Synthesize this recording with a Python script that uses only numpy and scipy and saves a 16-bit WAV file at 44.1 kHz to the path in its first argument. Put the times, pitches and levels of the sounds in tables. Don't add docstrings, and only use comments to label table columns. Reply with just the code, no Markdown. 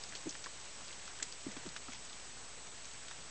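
import sys
import numpy as np
from scipy import signal
from scipy.fft import rfft, irfft, next_fast_len
from scipy.io import wavfile
from scipy.ndimage import uniform_filter1d, map_coordinates

SR = 44100
rng = np.random.default_rng(int(sys.argv[2]) if len(sys.argv) > 2 else 0)


def field_ratio(decibels):
    return 10 ** (np.asarray(decibels, dtype=float) / 20)


def file_out(sig):
    cols = np.atleast_2d(sig).T
    lim = np.clip(cols, -1, 1)
    pcm = np.round(lim * 32767).astype(np.int16)
    wavfile.write(sys.argv[1], SR, pcm)


N = 145530


def unit(x):
    return x / np.sqrt(np.mean(x ** 2) + 1e-20)


def filtered(x, points):
    padded = next_fast_len(N + 8192)
    f, db = np.transpose(points)
    hz = np.fft.rfftfreq(padded, 1 / SR)
    gain = field_ratio(np.interp(np.log(hz + 1), np.log(f + 1), db))
    return irfft(rfft(x, padded) * gain, padded)[..., :N]


def wobble(rate):
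    knots = rng.standard_normal(int(N * rate / SR) + 4)
    return map_coordinates(knots, [np.arange(N) * rate / SR])


def place(times, rows):
    at = np.round(times * SR).astype(int)[:, None] + np.arange(rows.shape[1])
    return np.bincount(at.ravel(), rows.ravel(), N + 2 * SR)[:N]


# (time [s], level before the hiss trim [dB])
DRIZZLE_LEVEL = [(0.0, -52.5), (0.27, -52), (0.58, -53), (1.44, -52.5), (2.45, -54), (3.3, -53)]
# (frequency [Hz], relative density [dB])
HISS_COLOUR = [(15, 0.5), (50, -0.5), (100, -1), (200, 0.5), (400, 0.5), (800, 0.9), (2000, -0.5),
               (4000, -2.5), (6000, -1.4), (7500, 2), (8000, 1.5)]


def drizzle():
    level = np.interp(np.arange(N) / SR, *np.transpose(DRIZZLE_LEVEL))
    return drizzle_hiss(level) + drizzle_patter(level)


def drizzle_hiss(level):
    trim_db, patchy_db = -0.81, 1.54
    spectrum = signal.stft(rng.standard_normal(N + 512), nperseg=512)[2]
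    across_frequency = uniform_filter1d(rng.standard_normal(spectrum.shape), 8, 0)
    patches = unit(uniform_filter1d(across_frequency, 6, 1))
    noise = signal.istft(spectrum * field_ratio(patchy_db * patches), nperseg=512)[1][:N]
    hiss = unit(filtered(noise, HISS_COLOUR + [(8001, -120)]))
    return field_ratio(level + trim_db + 0.19 * wobble(6.13)) * hiss


def drizzle_patter(level):
    drops_per_s, centre_hz, log_spread = 450, 4200, .6
    decay_cycles, size_db, patter_db = 1.6, 4, -62.5
    count = int(drops_per_s * N / SR)
    times = rng.random(count) * N / SR
    size = np.minimum(rng.exponential(size=(count, 1)), 3.2)
    hz = centre_hz * np.exp(log_spread * rng.standard_normal((count, 1)))
    hz = np.clip(hz, 800, 7900)
    t = np.arange(400) / SR
    strength = field_ratio(size_db * size) * np.sqrt(hz / centre_hz)
    grains = strength * np.sin(2 * np.pi * hz * t) * np.exp(-hz * t / decay_cycles)
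    swing_db = 1.5 * (level - level.mean()) + 2.4 * wobble(15)
    return field_ratio(patter_db + swing_db) * unit(place(times, grains))


def shaped_noise(hz, sharpness, t60, t):
    b, a = signal.iirpeak(min(hz, 7900), sharpness, SR)
    noise = signal.lfilter(b, a, rng.standard_normal(len(t)))
    envelope = field_ratio(-60 * t / t60)
    noise = noise * envelope
    return noise * np.linalg.norm(envelope) / np.linalg.norm(noise)


def impacts(table, sharpness, chatter_db, spray_db, rise):
    delay_s = .0008
    t = np.arange(SR // 12) / SR
    rows = []
    for _, db, hz, t60 in table:
        ring = np.sin(2 * np.pi * hz * t) * field_ratio(-60 * t / t60)
        chatter = field_ratio(chatter_db) * shaped_noise(hz, sharpness, 1.9 * t60, t)
        spray = field_ratio(spray_db) * shaped_noise(hz, .7, .06, t)
        attack = 1 - np.exp(-t / (rise * t60))
        rows.append(field_ratio(db) * attack * (ring + chatter + spray))
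    return place(np.array(table)[:, 0] + delay_s, np.array(rows))


# (time before the fixed delay [s], nominal peak [dB], pitch [Hz],
# 60 dB decay time of ring [s])
ICE_TICKS = [(.0362, -27.5, 5030, .004), (.0887, -40, 6520, 0.0095), (.0925, -37.5, 7300, 0.0056),
             (.1511, -28, 4350, 0.0052), (.1576, -26.5, 5760, 0.0023), (.1698, -37.5, 4600, 0.0087),
             (.1764, -35.5, 7400, 0.005), (.2912, -27.5, 6070, 0.0087), (.2944, -28, 6120, 0.0051),
             (.3074, -30, 5700, 0.0033), (.4407, -24.5, 5600, 0.0018), (.4432, -26.5, 6200, 0.0013),
             (.6544, -38, 6700, 0.0037), (.8809, -33.5, 5000, 0.0017), (.9144, -36.5, 6850, 0.0046),
             (.927, -35, 3200, 0.0044), (.9964, -36, 3000, 0.002), (.8934, -34.5, 7870, 0.0039),
             (1.054, -32, 7040, 0.0042), (1.077, -28.5, 4200, 0.0013), (1.1880, -34, 3680, 0.0017),
             (1.2246, -24.5, 7300, 0.0031), (1.2266, -17, 7700, 0.0099), (1.2273, -35, 5750, 0.0096),
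             (1.2273, -39, 4200, 0.0073), (1.2384, -33, 7540, 0.0039), (1.3234, -29.5, 4840, 0.0046),
             (1.517, -33.5, 5940, 0.0056), (1.5663, -31.5, 3350, 0.0062), (1.6611, -33.5, 3640, 0.0029),
             (1.6891, -33, 4400, 0.0036), (1.7564, -34, 4800, 0.0015), (1.7624, -33, 5420, 0.0023),
             (1.7664, -28.5, 6500, 0.0025), (1.9335, -30, 6480, 0.0028), (1.946, -29, 4200, 0.002),
             (2.0494, -34, 7180, 0.0059), (2.0594, -38, 5850, 0.0062), (2.0971, -33, 4540, 0.0018),
             (2.1296, -34.5, 3400, 0.0068), (2.1974, -39.5, 3400, 0.0027), (2.6698, -34.5, 6780, 0.0048),
             (2.8444, -34.5, 4500, 0.0038), (2.8539, -31.5, 6350, 0.0062), (2.9352, -36, 6500, 0.0047),
             (3.0824, -31.5, 3580, 0.0045), (3.1108, -35, 6350, 0.0029)]


def ticks():
    return impacts(ICE_TICKS, sharpness=1.1, chatter_db=-9, spray_db=-18.5, rise=.057)


# (time before the fixed delay [s], nominal peak [dB], pitch [Hz],
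# 60 dB decay time of ring [s])
DULL_DRIPS = [(.1225, -35.5, 1840, 0.012), (.133, -38.5, 1616, 0.014), (.1512, -37, 3170, 0.0069),
              (.351, -34, 1790, 0.012), (.443, -37.5, 2380, 0.004), (.4595, -31.5, 1580, 0.0061),
              (.465, -36, 1105, 0.017), (.806, -45.5, 1344, 0.015), (1.077, -41.5, 1334, 0.012),
              (1.1965, -39.5, 1890, 0.0064), (1.1985, -34.5, 1587, 0.016), (1.224, -30.5, 2040, 0.01),
              (1.514, -41, 2020, 0.012), (1.565, -33, 964, 0.01), (1.567, -46, 1990, 0.0071),
              (1.633, -43.5, 880, 0.016), (1.661, -37.5, 1130, .01), (1.758, -49, 1290, 0.0084),
              (1.7625, -29.5, 1610, 0.0045), (1.765, -35, 3250, 0.003), (1.771, -45.5, 2000, 0.0094),
              (1.882, -36.5, 1288, .02), (1.891, -43.5, 790, 0.028), (1.9205, -34, 2170, 0.0037),
              (1.9315, -35.5, 2170, 0.013), (2.575, -43.5, 546, 0.026), (3.111, -31, 1610, 0.005)]


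def drips():
    return impacts(DULL_DRIPS, sharpness=2.2, chatter_db=-12, spray_db=-15, rise=.055)


# (time [s], nominal peak [dB], nominal pitch [Hz], 60 dB decay time [s])
SOFT_THUDS = [(0.2581, -34, 253.4, 0.07), (0.2681, -26, 293.6, 0.053), (.46, -48, 249, 0.047),
              (1.22, -44.5, 274, 0.055), (1.466, -23, 251, 0.028), (1.480, -37, 205, 0.077),
              (1.516, -44, 430, 0.045), (1.567, -35, 253, 0.044), (1.655, -38, 290.5, 0.034),
              (1.663, -31.5, 279.7, 0.04), (1.673, -36.5, 164.2, 0.053), (1.885, -40.5, 240.6, 0.073)]


def thuds():
    attack_s, phase_lead_s, sag_s = .0025, .0025, .0088
    times, db, hz, t60 = np.array(SOFT_THUDS).T[:, :, None]
    t = np.arange(SR // 5) / SR
    bent_time = t + phase_lead_s * (1 - np.exp(-t / sag_s))

    def mode(ratio):
        return np.sin(2 * np.pi * ratio * hz * bent_time)

    b, a = signal.butter(2, [300, 850], "band", fs=SR)
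    rattle = unit(signal.lfilter(b, a, rng.standard_normal((len(times), len(t)))))
    upper = (0.17 * mode(1.2) + 0.3 * mode(1.9) * field_ratio(-60 * t / t60)) * field_ratio(-30 * t / t60)
    tone = mode(0.96) + upper + .25 * mode(.55) + 0.088 * rattle
    envelope = field_ratio(db - 60 * t / t60) * (1 - np.exp(-t / attack_s))
    return place(times[:, 0], envelope * tone)


# (frequency [Hz], rms level before wavering [dB])
HUM_PARTIALS = [(60, -69.5), (120, -79.5)]


def hum():
    waver_db = 1.2
    t = np.arange(N) / SR
    total = np.zeros(N)
    for hz, db in HUM_PARTIALS:
        level = field_ratio(db + waver_db * wobble(13))
        total += level * np.sin(2 * np.pi * hz * t + wobble(4.42))
    return np.sqrt(2) * total


def whine():
    line_hz, frame_hz, first_flip_s = 7867.13, 29.97, .0125
    rms_db, sag_db = -55.5, 0.4
    t = np.arange(N) / SR
    frame, part = np.divmod((t - first_flip_s) * frame_hz, 1)
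    sign = 1 - 2 * (frame % 2)
    level = np.sqrt(2) * field_ratio(rms_db - sag_db * part)
    return sign * level * np.sin(2 * np.pi * line_hz * t)


# (time [s], level before the trim [dB])
RUMBLE_LEVEL = [(0.0, -73), (1.41, -71), (1.591, -65.5), (2.02, -73), (3.3, -66.5)]
# (frequency [Hz], relative density [dB])
RUMBLE_SPECTRUM = [(80, -37), (110, 1), (150, -0.5), (200, -13.5), (300, -58)]


def rumble():
    trim_db = -2.5
    level = np.interp(np.arange(N) / SR, *np.transpose(RUMBLE_LEVEL))
    colour = [(1, -120)] + RUMBLE_SPECTRUM + [(400, -120)]
    return field_ratio(level + trim_db) * unit(filtered(rng.standard_normal(N), colour))


def scene():
    rain = drizzle() + ticks() + drips() + thuds()
    return (rain + hum() + whine() + rumble())[None]


def roll_off(x):
    return signal.sosfilt(signal.butter(12, 9420, fs=SR, output="sos"), x)


def record(dry):
    rate_hz, step, bias = 16000, .0054, .0003
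    slope_hz = 1100
    many, few = (N // 441 + 2) * 441, (N // 441 + 2) * 160
    samples = irfft(rfft(dry, many)[:, :few // 2 + 1], few) * few / many
    steps = step * np.floor((samples + bias) / step)
    hz = np.fft.rfftfreq(many, 1 / SR)
    slope = np.clip((hz - rate_hz / 2) / slope_hz, -1, 1)
    smoothing = (1 - np.sin(np.pi / 2 * slope)) / 2
    mirrored = np.fft.fft(steps)[:, np.arange(len(hz)) % few]
    mix = irfft(mirrored * smoothing, many)[:, :N] * many / few
    return roll_off(mix)


dry = scene()
out = record(dry)
file_out(out)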